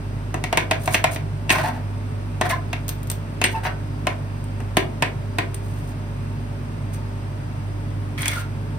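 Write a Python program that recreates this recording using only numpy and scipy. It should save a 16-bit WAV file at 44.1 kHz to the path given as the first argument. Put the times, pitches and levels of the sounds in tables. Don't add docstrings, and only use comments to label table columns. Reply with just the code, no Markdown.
import sys
import numpy as np
from scipy import signal
from scipy.fft import rfft, irfft, next_fast_len
from scipy.io import wavfile
from scipy.ndimage import uniform_filter1d

SR = 44100
rng = np.random.default_rng(int(sys.argv[2]) if len(sys.argv) > 2 else 0)


def generate_wav(sig):
    pcm = np.round(np.clip(np.atleast_2d(sig).T, -1, 1) * 32767).astype(np.int16)
    wavfile.write(sys.argv[1], SR, pcm)


N = 387198
TIME = np.arange(N) / SR

# (t/s, length/s, relative level/dB, first slip rate f/Hz,
# last slip rate f/Hz, roughness 0-1)
DRAG_STROKES = [(1.511, 0.122, -26.5, 688, 669, 0.17), (1.623, 0.086, -29.5, 845, 930, .17),
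                (1.724, 0.065, -43, 897, 819, 0.12), (2.438, 0.044, -28.5, 754, 696, 0.18),
                (2.491, 0.043, -27, 725, 788, .14), (3.544, 0.056, -38, 906, 865, 0.22),
                (3.628, 0.0584, -27.5, 830, 901, 0.29)]
# (f/Hz, width/Hz, lift/dB)
CONTACT_MODES = [(620, 45, 9), (673, 64, 5.5), (754, 45, 5.5), (910, 38, 5.5), (1033, 106, 5.5),
                 (1556, 140, 3.5), (1790, 43, 2), (1890, 60, 7), (2580, 270, 3.5), (2820, 120, 3),
                 (3780, 330, 1.5), (6270, 680, 4), (8100, 49, 8.5), (8770, 140, 8.5)]
# (f/Hz, relative level/dB)
BLADE_SPECTRUM = [(500, -0.5), (2000, -3.5), (3500, -1.5), (5500, -3), (8500, 2.5), (12000, 0.5),
                  (16000, -4.5)]

DRAG_ATTACK_S, PUSH_ATTACK_S, RELEASE_S = 0.018, 0.011, 0.021
DRAG_EASE_DB_PER_S, CRUNCH_EASE_DB_PER_S, RASP_EASE_DB_PER_S = 38, -1, 15
SPREAD_S, SPREAD_LENGTH_S = 8.171, 0.26


def from_db(db):
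    return 10 ** (np.asarray(db) / 20)


def rms_one(x):
    return x / np.sqrt(np.mean(x ** 2) + 1e-20)


def at_hz(points, hz):
    points = np.array(points)
    return np.interp(np.log(np.maximum(hz, 1)), np.log(points[:, 0]), points[:, 1])


def add(track, s, sound):
    at = round(s * SR)
    track[..., at:at + sound.shape[-1]] += sound[..., :N - at]


def band(x, low_hz, high_hz):
    edges = [low_hz, min(high_hz, .45 * SR)]
    return signal.sosfilt(signal.butter(2, edges, "band", fs=SR, output="sos"), x)


def drift(rate):
    knots = rms_one(rng.standard_normal(int(rate * N / SR) + 2))
    return np.interp(TIME * rate, np.arange(len(knots)), knots)


def pair(x, likeness):
    c = np.clip(likeness, -1, 1)
    common = np.sqrt(1 + c) * x[0]
    opposed = np.sqrt(1 - c) * x[1] * np.array([[1], [-1]])
    return (common + opposed) / np.sqrt(2)


def causal(x, db):
    cepstrum = irfft(np.log(from_db(db)))
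    half = cepstrum.shape[-1] // 2
    cepstrum[..., 1:half] *= 2
    cepstrum[..., half + 1:] = 0
    response = np.atleast_2d(irfft(np.exp(rfft(cepstrum))))
    return signal.fftconvolve(x, response, axes=-1)[:, :x.shape[-1]]


def colour(x, spectrum, modes=(), size=8192):
    hz = np.arange(size // 2 + 1) * SR / size
    peaks = sum(lift / (1 + (2 * (hz - f) / width) ** 2) for f, width, lift in modes)
    return causal(x, at_hz(spectrum, hz) + peaks)


def evened(x, size=9):
    power = uniform_filter1d(np.abs(rfft(x)) ** 2, size)
    return causal(x, -10 * np.log10(power + 1e-12))


def dense_noise(n, size=1024, count=4):
    x = rng.standard_normal((2, n))
    for _ in range(count):
        cells = signal.stft(x, nperseg=size)[2]
        x = signal.istft(cells / (np.abs(cells) + 1e-12), nperseg=size)[1][:, :n]
    return rms_one(x)


def stroke(start, length, attack_s, ease_db_per_s):
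    t = TIME - start
    attack = np.clip(t / attack_s, 0, 1)
    release = np.clip((length - t) / RELEASE_S, 0, 1)
    return attack * release * from_db(-ease_db_per_s * np.clip(t, 0, length))


def grains(per_s, spread_db, likeness):
    sizes = from_db(spread_db * np.minimum(rng.exponential(1, (2, N)), 4))
    signed = sizes * rng.choice([-1, 1], (2, N))
    return pair(signed * (rng.random((2, N)) < per_s / SR), likeness)


def gripped(share, damping, spot_db=3.0, grip=0.033):
    chance = rng.uniform(-0.99, 1, (len(CONTACT_MODES), 2))
    return [(hz * (1 + grip * shift), width * damping, share * lift + spot_db * favour)
            for (hz, width, lift), (shift, favour) in zip(CONTACT_MODES, chance)]


def contact(t60, snap, likeness, rise_s=.0001, hold=1.27, size=3072):
    t = np.arange(size) / SR
    envelope = from_db(-60 * (t / t60) ** hold) * (1 - np.exp(-t / rise_s))
    waves = pair(rng.standard_normal((2, size)), likeness) * envelope
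    waves[:, 0] += snap
    return evened(waves)


def unit_blow(x):
    power = uniform_filter1d(np.mean(x ** 2, axis=0), SR // 200, mode="constant")
    return x / np.sqrt(power.max())


def struck(force, spectrum, rings, free_share=0.61, damping=1.23):
    left_lag_s = .00005
    padded = np.pad(force, ((0, 0), (0, SR // 10)))
    left, right = colour(padded, spectrum, gripped(free_share, damping) + rings)
    return np.array([np.roll(left, round(left_lag_s * SR)), right])


def compressor(waver_db=1.5, rattle_db=3.5, pan_db=-0.9):
    # (f/Hz, level/dB rms before waver and pan, phase of left against right/rad)
    lines = [(49.4, -36.5, .05), (100, -29.5, 0.34), (109.6, -45.5, 0.17), (148.4, -44.5, 0.16),
             (222.1, -47.5, 0.41), (247.7, -45, .1), (296.2, -49, .2), (392.4, -53.5, .2),
             (433, -53.5, 1.73)]
    out = 0
    for k, (hz, db, lead) in enumerate(lines):
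        loose = waver_db if k < 2 else rattle_db
        phase = 2 * np.pi * hz * TIME + 0.05 * loose * drift(5) + rng.uniform(0, 2 * np.pi)
        tone = np.sqrt(2) * np.sin(phase + lead * np.array([[.5], [-.5]]))
        out = out + from_db(db + loose * drift(7)) * tone
    return out * from_db([[pan_db], [-pan_db]])


def fan(rush_db=-34 - 1, rumble_db=-37):
    # (f/Hz, relative level/dB)
    rush_spectrum = [(130, -7), (165, -1), (195, -10), (270, -13.5), (340, -17), (420, -18), (490, -24.5),
                     (650, -22), (1000, -22), (2000, -29), (4000, -39), (7000, -44.5), (12000, -47.5),
                     (16000, -57.5)]
    # (f/Hz, width/Hz, lift/dB)
    cabinet_modes = [(579, 113, 8), (904, 18, 9), (2440, 9.9, 10.5), (2694, 15, 11), (4750, 17, 13),
                     (5070, 44, 8), (8230, 180, 9.5)]
    # (f/Hz, likeness)
    side_likeness = [(50, .98), (150, 0.96), (300, 1), (500, 0.15), (1000, 0.2), (3000, 0.06), (9000, 0.05)]
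    right_lag_s = .00032
    hz = np.arange(N // 2 + 1) * SR / N
    arrival = np.exp(-2j * np.pi * hz * right_lag_s * np.array([[0], [1]]))
    noise = rfft(rng.standard_normal((2, N)))
    air = irfft(arrival * pair(noise, at_hz(side_likeness, hz)), N)
    high_pass = signal.butter(2, 125, "high", fs=SR, output="sos")
    rush = signal.sosfilt(high_pass, colour(air, rush_spectrum, cabinet_modes))
    rumble = band(band(air, 117.0, 176.4), 117.0, 176.4)
    return from_db(rush_db) * rms_one(rush) + from_db(rumble_db) * rms_one(rumble)


def knocks(knock_db=-18.0, clang_db=-18.0, sizzle_db=-28,
           plate_width_hz=220, plate_lift_db=4.5, blade_width_hz=280, blade_lift_db=6):
    # (t/s, relative level/dB, thud level/dB, bite offset/dB, sizzle offset/dB,
    # plate ring f/Hz, blade ring f/Hz)
    plate_blows = [(0.342, -8, -23.5, -10.5, -3.5, 660, 2640), (0.439, -12, -24, 2.5, 5, 760, 2200),
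                   (0.527, -3.5, -28, -3.5, -3.5, 650, 2700), (0.573, -2, -21, 1.5, 4, 640, 2200),
                   (0.711, -3, -22, 1.5, 1, 760, 2500), (0.876, -3.5, -30, -7, -6, 740, 2300),
                   (0.944, -2.5, -21.5, 4, 3, 750, 2670), (1.041, -0.5, -25, -0.5, 1.5, 655, 2420),
                   (1.16, -16.5, -17, 1, -1, 740, 2400), (1.494, -9, -26, 4, -1, 700, 2680),
                   (1.503, -4.5, -16.5, 7, 1, 700, 2660), (1.584, -13, -18.5, -0.5, 0, 680, 2300),
                   (1.638, -15, -18, -9, -1, 850, 1750), (2.412, -1.5, -23, -4.5, -4, 645, 2630),
                   (2.498, -15, -33, 1.5, -1, 750, 2160), (2.73, -12, -25, 0, 1, 680, 2650),
                   (3.415, -7.5, -20.5, 0.5, 2, 855, 2600), (3.44, -11.5, -14.5, 13.5, 8, 730, 2880),
                   (3.452, -17.5, -13, 4, 7, 730, 2500), (4.069, -3.5, -29, -3, -3, 660, 2370),
                   (4.603, -21.5, -25, -9, -1, 930, 2000), (4.769, -2, -13, 2, -3, 785, 2850),
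                   (5.023, -1.5, -21, -1, -2, 720, 2520), (5.385, -5, -19.5, -1, -0.5, 720, 2480),
                   (8.257, -25, -30, 15.5, 22, 920, 2330), (8.281, -25, -20, 9.5, 25, 900, 3300)]
    # (f/Hz, relative level/dB)
    plate_spectrum = [(100, 3.5), (270, 0), (480, -2.5), (750, 1), (1300, -3), (2200, 5.5), (3200, 0),
                      (5000, 1.5), (7400, 7.5), (10000, 3.5), (15000, 6.5)]
    # (f/Hz, width/Hz, lift/dB)
    pressed_modes = [(346, 120, 5), (591, 67, -3.5), (840, 55, -4), (1001, 115, 5)]
    partials = [(.7, 0.33), (1, 0.85), (1.22, 0.33)]
    chatter_s = 0.025
    out = np.zeros((2, N))
    for s, db, thud, bite, sizzle, plate_hz, blade_hz in plate_blows:
        low = band(contact(0.79 * chatter_s, snap=0.61, likeness=0.98, rise_s=0.0061), 125, 437)
        mid = band(contact(0.93 * chatter_s, snap=2.1, likeness=0.59, rise_s=0.0012), 435, 1253)
        high = band(contact(0.78 * chatter_s, snap=1.93, likeness=0.42, rise_s=0.00082), 1310, 3770)
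        top = band(contact(0.46 * chatter_s, snap=2.4, likeness=0.47, rise_s=0.00026), 3800, 11800)
        force = from_db(thud) * unit_blow(low) + from_db(knock_db) * unit_blow(mid)
        force += from_db(clang_db + bite) * unit_blow(high)
        force += from_db(sizzle_db + sizzle) * unit_blow(top)
        rings = [(plate_hz, plate_width_hz, plate_lift_db)]
        rings += [(blade_hz * k, blade_width_hz, share * blade_lift_db) for k, share in partials]
        add(out, s, from_db(db) * struck(force, plate_spectrum, rings + pressed_modes))
    return out


def room(x, delay_s=0.0027, build_s=0.00061, likeness=0.1):
    # (f/Hz, t60/s)
    decay_times = [(200, 0.45), (530, 0.49), (1400, 0.22), (3700, 0.17), (9700, 0.19)]
    # (f/Hz, relative level/dB)
    echo_spectrum = [(150, -14), (380, 7.5), (660, 1), (1900, 5), (2700, 2), (4500, 2), (9000, -6.5),
                     (15000, -4.5)]
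    t = np.arange(SR // 2) / SR
    edges = np.geomspace(100, 18000, num=11)
    tail = 0
    noises = [pair(dense_noise(len(t)), likeness) for _ in range(2)]
    for k, (low, high) in enumerate(zip(edges, edges[1:])):
        t60 = at_hz(decay_times, np.sqrt(low * high))
        tail = tail + band(noises[k % 2], low, high) * from_db(-60 * t / t60)
    build_up = 1 - np.exp(-np.maximum(t - delay_s, 0) / build_s)
    tail = evened(tail * build_up, size=31)
    tail = colour(tail / np.sqrt(np.sum(tail ** 2) / 2), echo_spectrum)
    return signal.fftconvolve(x, tail, axes=-1)[:, :N]


def crunches(clump_db=3.5, drag_crunch_db=-12.5, spread_crunch_db=-41):
    # (t/s, length/s, relative level/dB)
    pushes = [(0.793, .12, -44.5), (0.905, 0.067, -33), (1.105, 0.063, -35.5), (1.498, 0.039, -27),
              (2.489, 0.033, -30.5), (3.505, 0.05, -42.5), (5.617, 0.32, -56), (6.925, 0.05, -44)]
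    pressure = sum(from_db(db) * stroke(s, length, PUSH_ATTACK_S, CRUNCH_EASE_DB_PER_S)
                   for s, length, db in pushes)
    pressure += sum(from_db(db + drag_crunch_db) * stroke(s, length, DRAG_ATTACK_S, DRAG_EASE_DB_PER_S)
                    for s, length, db, *_ in DRAG_STROKES)
    spread = stroke(SPREAD_S, SPREAD_LENGTH_S, PUSH_ATTACK_S, CRUNCH_EASE_DB_PER_S)
    pressure += from_db(spread_crunch_db) * spread
    clumps = from_db(clump_db * drift(130))
    ice = grains(per_s=5600, spread_db=4.5, likeness=0.063)
    return pressure * clumps * rms_one(colour(ice, BLADE_SPECTRUM, CONTACT_MODES))


def ticks(level_db=-15.5, clang_db=-19, ring_width_hz=1400, ring_lift_db=8.0):
    # (t/s, relative level/dB, blade ring f/Hz)
    clicks = [(0.835, -24, 13000), (0.858, -16.5, 9900), (1.119, -21, 9400), (1.145, -21, 13000),
              (2.881, -13, 13700), (2.891, -7.5, 13400), (3.031, -24.5, 13000), (3.072, -26, 13000),
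              (3.100, -7.5, 8150), (3.115, -11, 13500), (3.44, -5, 9100), (4.441, -30, 9000),
              (4.769, -6.5, 9100), (5.544, -16, 8950), (8.219, -12.5, 9450), (8.280, -7, 9200)]
    out = np.zeros((2, N))
    for s, db, ring_hz in clicks:
        click = unit_blow(contact(t60=0.018, snap=1.1, likeness=0.067))
        body = unit_blow(band(contact(t60=0.024, snap=1.3, likeness=0.16), 1900, 6400))
        force = from_db(db + level_db) * (click + from_db(clang_db) * body)
        add(out, s, struck(force, BLADE_SPECTRUM, [(ring_hz, ring_width_hz, ring_lift_db)]))
    return out


def squeals(waver=0.027, judder_db=3.0, overtone_db=-20):
    # (t/s, length/s, level/dB at the height of the swell, first f/Hz, last f/Hz)
    glides = [(1.487, 0.038, -28, 2700, 2630), (1.513, .016, -30, 8600, 8460),
              (1.542, .036, -32, 2630, 2670), (1.630, 0.029, -29, 850, 900),
              (2.501, 0.024, -28.5, 2120, 2140), (2.503, 0.037, -28, 1650, 1787),
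              (2.517, 0.032, -22.5, 990, 1047), (3.414, 0.0089, -18, 2630, 2650),
              (3.445, 0.027, -26.5, 8600, 8540), (3.506, .04, -42, 1910, 1880),
              (3.527, 0.067, -29, 894, 877), (3.546, .024, -37.5, 2590, 2650),
              (8.186, 0.01, -29, 2190, 2160), (8.28, 0.01, -26, 3280, 3280),
              (8.32, 0.016, -32.5, 2040, 2150), (8.358, 0.04, -30, 1436, 1388)]
    out = np.zeros((2, N))
    shake, grab = drift(700), drift(420)
    for s, length, db, first_hz, last_hz in glides:
        u = np.linspace(0, 1, int(length * SR))
        now = round(s * SR) + np.arange(len(u))
        hz = (first_hz + (last_hz - first_hz) * u) * (1 + waver * shake[now])
        phase = 2 * np.pi * np.cumsum(hz) / SR
        tone = np.sin(phase) + from_db(overtone_db) * np.sin(2 * phase)
        swell = np.sin(np.pi * u)
        add(out, s, from_db(db) * swell * rms_one(from_db(judder_db * grab[now]) * tone))
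    return out


def drags(grit=0.63, judder_db=5.5, judder_slips=4):
    # (f/Hz, relative level/dB)
    body_spectrum = [(100, -7), (320, 5.5), (480, 0), (740, 6), (1250, -1.5), (1650, -2), (2000, -3.5),
                     (3000, -11.5), (4500, -14), (7500, -22), (16000, -24)]
    out = np.zeros((2, N))
    ice = rms_one(band(grains(per_s=300, spread_db=3.5, likeness=0.29), 920, 4800))
    for s, length, db, first_hz, last_hz, rough in DRAG_STROKES:
        n = int(length * SR)
        chance = rng.standard_normal((4, 512))
        slips = np.arange(chance.shape[1])
        slip_hz = np.interp(slips, [0, length * first_hz], [first_hz, last_hz])
        at = np.cumsum(SR / slip_hz * np.exp(rough * chance[0])).astype(int)
        grab = from_db(judder_db * np.interp(slips / judder_slips, slips, chance[3]))
        impulses = grab * (1 + 3 * rough * chance[1:3])
        force = np.zeros((2, SR // 2))
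        force[:, at[at < n]] = impulses[:, at < n]
        cracks = grit * rough * ice[:, round(s * SR):][:, :n]
        pressure = stroke(0, length, DRAG_ATTACK_S, DRAG_EASE_DB_PER_S)[:n]
        force[:, :n] = (force[:, :n] - force[:, :n].mean() + cracks) * pressure
        sound = colour(band(force, 110, 18000), body_spectrum, gripped(0.91, 1))
        add(out, s, from_db(db) * sound / np.sqrt(np.sum(sound ** 2) / (2 * n)))
    return out


def spreading(level_db=-39, judder_db=2.0, catch_s=0.0057):
    # (t/s, added surge level/dB relative to the steady rasp)
    jumps = [(8.179, -0.5), (8.232, 4), (8.245, 0), (8.288, 0), (8.314, 3), (8.332, 10)]
    # (f/Hz, relative level/dB)
    rasp_spectrum = [(300, -36), (900, -4), (2000, -2.5), (3000, -7), (4500, -10), (6000, -14), (8000, -27),
                     (16000, -36)]
    # (f/Hz, width/Hz, lift/dB, t/s, length/s)
    singing_modes = [(3270, 170, 14, 8.162, .135), (2220, 450, 12, 8.162, 0.18),
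                     (1400, 240, 7, 8.305, .105)]
    surges = sum(from_db(db) * (TIME > s) * np.exp(-np.abs(TIME - s) / catch_s) for s, db in jumps)
    pressure = stroke(SPREAD_S, SPREAD_LENGTH_S, PUSH_ATTACK_S, RASP_EASE_DB_PER_S)
    pressure = pressure * (1 + surges) * from_db(judder_db * drift(150))
    ice = grains(per_s=1400, spread_db=6.0, likeness=0.14)
    rasp = pressure * rms_one(colour(ice, rasp_spectrum))
    singing = 0
    for hz, width, lift, s, length in singing_modes:
        resonance = colour(rasp, [(1, 0)], [(hz, width, lift)]) - rasp
        singing = singing + resonance * stroke(s, length, PUSH_ATTACK_S, 0)
    return from_db(level_db) * (rasp + singing)


def microphones(x, shared_above_hz=6470, treble_share=0.98, left_lag_s=.000215):
    size = next_fast_len(N + SR // 10)
    hz = np.arange(size // 2 + 1) * SR / size
    left, right = rfft(x, size)
    share = treble_share / (1 + (shared_above_hz / (hz + 1)) ** 16)
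    delayed = right * np.exp(-2j * np.pi * hz * left_lag_s)
    left = np.sqrt(1 - share ** 2) * left + share * delayed
    return irfft(np.array([left, right]), size)[:, :N]


def scene(blow_room_db=-5.0, scrape_room_db=-3, squeal_room_db=-7, scrape_db=0.5):
    machine = compressor() + fan()
    blows = knocks() + ticks()
    scrapes = from_db(scrape_db) * (crunches() + drags() + spreading())
    tones = squeals()
    sent = from_db(blow_room_db) * blows + from_db(scrape_room_db) * scrapes
    sent += from_db(squeal_room_db) * tones
    return blows + scrapes + tones + room(sent) + machine


def record(dry, cutoff_hz=15800):
    rounded = 1.2 * np.tanh(microphones(dry) / 1.2)
    return signal.sosfilt(signal.ellip(10, .2, 80, cutoff_hz, fs=SR, output="sos"), rounded)


dry = scene()
out = record(dry)
generate_wav(out)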